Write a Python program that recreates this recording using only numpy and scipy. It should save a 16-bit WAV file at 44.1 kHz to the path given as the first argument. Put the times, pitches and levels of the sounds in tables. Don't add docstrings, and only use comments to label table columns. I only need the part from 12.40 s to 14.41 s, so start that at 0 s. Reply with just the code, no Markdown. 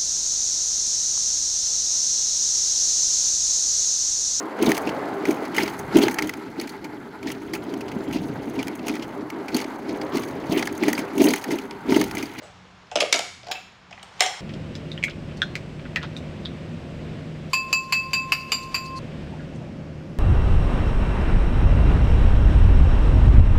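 import sys
import numpy as np
from scipy import signal
from scipy.io import wavfile

SR = 44100
rng = np.random.default_rng(int(sys.argv[2]) if len(sys.argv) > 2 else 0)


def volts(x):
    e = np.asarray(x, float) / 20
    return 10 ** e


def master(y):
    cut = np.clip(np.atleast_2d(y).T, -1, 1)
    pcm = np.round(cut * 32767)
    wavfile.write(sys.argv[1], SR, pcm.astype(np.int16))


N = 88552

# pitch_hz, density_db (dB per Hz)
AIR_COLOUR = [(25, -6), (60, -13.5), (120, -11.5), (400, -20), (1100, -16.5), (3500, -26), (6500, -37),
              (9500, -124)]
# pitch_hz, width_hz, level_db
HUM_TONES = [(90.3, 3.5, -65), (121.2, 1.8, -65), (182.5, 3, -59)]
# pitch_hz, t60_s
ROOM_DECAY = [(250, 0.39), (700, 0.23), (2000, 0.61), (5000, 0.61), (9000, 0.56), (14000, 0.33)]
# pitch_hz, level_db
ROOM_COLOUR = [(300, -8.5), (800, -5.5), (2500, -14.5), (6500, -15), (13000, -13)]
# delay_s, level_db
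EARLY_ECHOES = [(.0045, -57), (.0148, -14), (.0215, -23)]
# start_s, level_db
RUSTLE_LEVEL = [
    (0, -94),
    (.02, -45),
    (.12, -53),
    (.3, -59),
    (1.45, -82),
    (1.53, -53.5),
    (1.7, -51.5),
    (1.8, -47),
    (2.0, -42.5),
]
# pitch_hz, density_db (dB per Hz)
CLOTH_COLOUR = [(240, -49), (400, -0.5), (523, -2.5), (854, 5), (1600, -3), (7170, -14), (14000, -91)]
# start_s, level_db, pitch_hz, t60_s
JINGLES = [(0.03, -53.5, 7830, 0.23), (0.47, -45, 4900, 0.0074), (.604, -18.5, 2340, 0.074),
           (0.76, -23, 6710, 0.02), (.727, -14, 3300, .02), (.727, -9.5, 5700, .015),
           (1.807, -11.5, 2960, 0.017), (1.806, -15.5, 6000, 0.026), (1.63, -42, 8300, 0.026),
           (1.116, -25, 1720, 0.0083), (1.15, -34, 2580, 0.2), (1.806, -14, 7460, 0.0099),
           (1.81, -23, 2093, 0.14), (.727, -17.5, 2190, 0.054), (.74, -33.5, 1350, 0.32),
           (.745, -29.5, 380, 0.17), (.56, -27, 364, 0.14), (1.82, -31.5, 560, .25),
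           (1.83, -26.5, 3150, 0.22), (1.82, -29.5, 8800, 0.09)]
# start_s, peak_db, pitch_hz, t60_s
SHELL_KNOCKS = [(.018, -36, 611, 0.066), (.036, -37, 579, 0.078), (.252, -40, 507, 0.03),
                (.516, -26.5, 732, 0.12), (.557, -7, 645, 0.039), (.568, -14, 614, 0.041),
                (.613, -14, 550, 0.022), (.621, -9.5, 573, 0.046), (.632, -20, 593, 0.057),
                (.636, -12.5, 575, 0.025), (.728, -28, 540, 0.072), (.745, -14.5, 640, 0.046),
                (.755, -26.5, 640, 0.11), (.793, -16.5, 712, 0.032), (1.033, -37.5, 651, .07),
                (1.069, -32.5, 708, 0.096), (1.085, -26.5, 711, 0.079), (1.102, -24, 763, 0.048),
                (1.112, -22.5, 739, 0.051), (1.124, -28, 753, 0.03), (1.513, -34, 724, 0.046),
                (1.534, -36, 705, 0.04), (1.58, -36.5, 780, 0.043), (1.632, -35, 787, 0.034),
                (1.808, -12, 735, 0.074), (1.819, -15.5, 770, 0.046), (1.832, -21, 748, 0.071),
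                (1.861, -25, 743, 0.072), (1.897, -33.5, 815, 0.22)]
# pitch_ratio, level_db
HOLLOW_MODES = [(0.52, -20), (0.641, -11.5), (.83, -9.5), (1.003, -1), (1.172, -8), (1.5, -19),
                (2.1, -11.5)]
# start_s, peak_db, centre_hz, top_db
HARD_SNAPS = [(.5155, -38, 4870, -45), (0.5619, -11, 3480, -18), (0.571, -12, 3020, -22),
              (0.587, -16, 2640, -28), (0.6064, -3.5, 3160, -23), (.608, -1, 4700, -14),
              (0.612, -20, 4500, -12), (0.617, -18, 2500, -20), (0.6284, -5.5, 3000, -19),
              (0.6482, -19, 2700, -20), (0.7261, -3, 6530, -10), (0.7275, -5.5, 2500, -10),
              (0.7307, 2, 6700, -10), (0.7453, -14, 2980, -11), (.7915, -8, 7600, -10),
              (0.7922, -15.5, 4400, -8), (1.0316, -34, 4800, -40), (1.046, -38, 4800, -40),
              (1.0715, -25.5, 5050, -7), (1.086, -33, 5020, -12.5), (1.1149, -9, 4720, 6.5),
              (1.1188, -21, 3250, 5), (1.121, -19, 2590, 2), (1.1281, -16, 3500, -10),
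              (1.509, -39, 5500, -40), (1.578, -40, 2100, -40), (1.597, -35, 3500, -45),
              (1.63, -28, 7700, -4), (1.8072, 2, 6460, -8), (1.8081, -7, 7350, 2), (1.809, -1.5, 2900, -14),
              (1.821, -11.5, 2040, -35), (1.864, -11, 5400, -20)]
# start_s, peak_db, ring_hz, treble_db, rattle_ms
HOLSTER_CONTACTS = [(0.0275, -53, 2960, -14, 6.6), (0.036, -39, 2920, -12, 8.8),
                    (.2525, -48, 2000, -17, 3.4), (0.5144, -24.5, 2600, -6, 0.71),
                    (0.556, -13.5, 2470, 2.5, 2.5), (0.5609, -10.5, 2960, -1, 2.9),
                    (0.571, -12.5, 2960, -13.5, 3.6), (0.586, -17, 2270, -18.5, 4),
                    (0.6026, -7, 3045, 0.5, 7.8), (0.6106, -14.5, 2130, 5, 8.2), (0.626, -19, 2650, -9, 2),
                    (0.6492, -31.5, 2420, -24, 2.7), (0.7259, -4, 2230, 5, 2.4),
                    (0.7406, -9, 2940, -16, 12), (0.7907, -12, 3150, 0.5, 4.5)]
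# start_s, peak_db, ring_hz, treble_db, rattle_ms
HAND_CONTACTS = [(1.0318, -35.5, 2390, -0.5, 2.8), (1.0445, -45, 3070, 10, 1.2), (1.066, -39, 2240, 6, 8.1),
                 (1.072, -33, 2000, -3, 4.6), (1.0843, -37, 2210, 10, 1), (1.1, -43, 2970, 6, 1.5),
                 (1.112, -23.5, 2340, 1.5, 2.3), (1.1161, -15, 2385, 3, 6.1), (1.1252, -30, 2560, -10, 1.3),
                 (1.51, -31.5, 2140, -2, 1.3), (1.5264, -25.5, 2470, -11.5, 4.7),
                 (1.5774, -29.5, 1990, -19, 1.9), (1.5949, -31.5, 3120, -14, 2.9),
                 (1.6275, -26.5, 3000, -4, 4.4), (1.795, -27, 2300, 2, 4.4), (1.8, -24, 2820, -1, 3),
                 (1.805, -6.5, 2700, 5, 1.54), (1.8078, -3.5, 2170, -27, 1.2), (1.8198, -12, 2870, -7, 2.3),
                 (1.8625, -15, 5800, -21, 1.5)]
# pitch_ratio, level_db, t60_s
RING_MODES = [(.4, -8.5, 0.0092), (.55, -5.5, 0.0045), (.75, -7.5, 0.01), (1.0, 0.5, 0.01),
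              (1.3, -4, 0.0053)]
# pitch_hz, level_db, t60_s
TREBLE_MODES = [(3350, -0.5, 0.0047), (4310, -1.5, 0.0066), (4900, 1.5, 0.0047), (5800, -3.5, 0.009),
                (6360, -1, 0.0044), (7260, 3.5, 0.0022), (8760, -1, 0.0015), (9330, -7, 0.0024)]

BAND_EDGES_HZ = 22 * 2 ** np.arange(0, 9.9, 1 / 3)
AIR_DB, ROOM_BUILD_S = -51, 0.011
JINGLE_WIDTH_HZ = 240
KNOCK_PUSH_MS, SIDE_LOSS = 1.01, 1.18
SNAP_CYCLES, CRACK_MS, CRACK_DB = 6.5, 0.74, -19.5
TICKS_PER_S, CLICK_DB, RISE_MS = 9000, -2.5, 0.21
DETUNE = 0.07
SETTLE_DB, SETTLE_MS = -14.5, 22.2
DULL_DB_PER_OCTAVE, DULL_FROM_HZ = 0.52, 5360
TOP_HZ, TOP_DB = 9500, -18.5
BUCKLE_FROM_S, BUCKLE_LOW_DB_PER_OCTAVE = 1.4, 8
HOLSTER_LOW_HZ, BUCKLE_LOW_HZ = 255, 400
MIC_LOW_HZ, MIC_HIGH_HZ = 52, 15650


def in_time(rows):
    return np.interp(np.arange(N) / SR, *np.transpose(rows))


def at_hz(points, hz):
    table_hz, value = np.transpose(points)
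    return np.interp(np.log(hz), np.log(table_hz), value)


def rms_one(x):
    return x / np.sqrt(np.mean(x ** 2) + 1e-20)


def highpass(x, order, hz):
    return signal.sosfilt(signal.butter(order, hz, "high", fs=SR, output="sos"), x)


def ring(x, hz, t60):
    radius = volts(-60 / (max(t60, .001) * SR))
    w = 2 * np.pi * hz / SR
    return signal.lfilter([0, np.sin(w)], [1, -2 * radius * np.cos(w), radius * radius], x)


def struck(ticks, hz, t60):
    x = ring(ticks, hz, t60)
    return x * np.sqrt(t60 * SR / (12 * np.log(10)) / np.sum(x ** 2))


def top(x):
    return highpass(x, 2, TOP_HZ)


def bands(white, gain):
    total = 0
    for k, (low, high) in enumerate(zip(BAND_EDGES_HZ, BAND_EDGES_HZ[1:])):
        sos = signal.butter(2, [low, high], "band", fs=SR, output="sos")
        total = total + gain(np.sqrt(low * high)) * signal.sosfilt(sos, white[k % 2])
    return total


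def add(out, s, x):
    i = int(s * SR)
    out[i:i + len(x)] += x[:N - i]


def air():
    white = rng.standard_normal((3, N + SR))
    out = volts(AIR_DB) * rms_one(bands(white, lambda hz: volts(at_hz(AIR_COLOUR, hz)))[SR:])
    for hz, width, db in HUM_TONES:
        out = out + volts(db) * rms_one(ring(white[2], hz, 1.57 / width)[SR:])
    return out


def room(x):
    t = np.arange(SR) / SR
    white = rng.standard_normal((2, SR))
    tail = bands(white, lambda hz: volts(at_hz(ROOM_COLOUR, hz) - 60 * t / at_hz(ROOM_DECAY, hz)))
    response = tail * (1 - np.exp(-(t / ROOM_BUILD_S) ** 2)) / 20
    response[0] = 1
    for s, db in EARLY_ECHOES:
        response[int(s * SR)] += volts(db)
    return signal.fftconvolve(x, response)[:N]


def rustle():
    grain_level = np.minimum(rng.exponential(1, N // 64 + 1), 3)
    grains = rng.standard_normal((2, N)) * volts(2.6 * np.repeat(grain_level, 64)[:N])
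    return volts(in_time(RUSTLE_LEVEL)) * rms_one(bands(grains, lambda hz: volts(at_hz(CLOTH_COLOUR, hz))))


def jingle():
    out, t = np.zeros(N), np.arange(SR // 6) / SR
    for s, db, hz, t60 in JINGLES:
        chatter = rms_one(ring(rng.standard_normal(len(t)), hz, 2.2 / JINGLE_WIDTH_HZ))
        attack = np.minimum(t * 2000, 1)
        add(out, s, volts(db - 60 * t / max(t60, .003)) * attack * chatter)
    return out


def knocks():
    out, t = np.zeros(N), np.arange(SR // 8) / SR
    ratio, level_db = np.transpose(HOLLOW_MODES)[:, :, None]
    for s, db, hz, t60 in SHELL_KNOCKS:
        phase = rng.uniform(0, 2 * np.pi, ratio.shape)
        fall_db = 60 * t / max(t60, .01) * (1 + SIDE_LOSS * abs(ratio - 1))
        thin_db = (s > BUCKLE_FROM_S) * BUCKLE_LOW_DB_PER_OCTAVE * np.minimum(np.log2(ratio), 0)
        modes = volts(level_db - fall_db + thin_db) * np.sin(2 * np.pi * hz * ratio * t + phase)
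        push = 1 - np.exp(-t * 1000 / KNOCK_PUSH_MS)
        add(out, s, volts(db) * push * np.sum(modes, axis=0))
    return out


def snaps():
    out, t = np.zeros(N), np.arange(SR // 100) / SR
    click = 1. * (t == 0)
    for s, db, hz, top_db in HARD_SNAPS:
        soften = signal.butter(2, 1.49 * hz, fs=SR, output="sos")
        body = signal.sosfilt(soften, ring(click, hz, SNAP_CYCLES / hz))
        burst = rng.standard_normal(len(t)) * np.exp(-t * 1000 / CRACK_MS)
        add(out, s, volts(db) * (body + volts(top_db + CRACK_DB) * top(burst)))
    return out


def contacts():
    out, t = np.zeros(N), np.arange(SR // 12) / SR
    for s, db, hz, treble_db, ms in [*HOLSTER_CONTACTS, *HAND_CONTACTS]:
        chance, height = rng.random((2, len(t)))
        sway = rng.standard_normal(len(TREBLE_MODES))
        shape = np.exp(-(t * 1000 / max(ms, .3)) ** 2) + volts(SETTLE_DB) * np.exp(-t * 1000 / SETTLE_MS)
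        rise = 1 - np.exp(-t * 1000 / RISE_MS)
        ticks = (chance < TICKS_PER_S / SR) * (2 * height - 1) * shape * rise
        low, high = 0, 0
        for k, (ratio, mode_db, t60) in enumerate(RING_MODES):
            low = low + (-1) ** k * volts(mode_db) * struck(ticks, hz * ratio, t60)
        for k, (mode_hz, mode_db, t60) in enumerate(TREBLE_MODES):
            dull_db = DULL_DB_PER_OCTAVE * db * max(np.log2(mode_hz / DULL_FROM_HZ), 0)
            mode = struck(ticks, mode_hz * (1 + DETUNE * sway[k]), t60)
            high = high + (-1) ** k * volts(mode_db + dull_db) * mode
        crack = top(ticks)
        high = high + volts(TOP_DB + DULL_DB_PER_OCTAVE * db) * crack / np.sqrt(np.sum(crack ** 2))
        add(out, s, volts(db + CLICK_DB) * (low + volts(treble_db) * high))
    return out


def scene():
    gear = contacts() + snaps() + knocks() + jingle()
    holster = highpass(gear, 4, HOLSTER_LOW_HZ)
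    buckle = highpass(gear, 4, BUCKLE_LOW_HZ)
    gear = np.where(np.arange(N) < BUCKLE_FROM_S * SR, holster, buckle)
    return (room(gear) + rustle() + air())[None]


def roll_off(x):
    return signal.sosfilt(signal.butter(12, 16640, fs=SR, output="sos"), x)


def record(dry):
    x = np.tanh(highpass(dry, 4, MIC_LOW_HZ))
    x = signal.sosfilt(signal.cheby1(10, 1, MIC_HIGH_HZ, fs=SR, output="sos"), x)
    return roll_off(x)


dry = scene()
out = record(dry)
master(out)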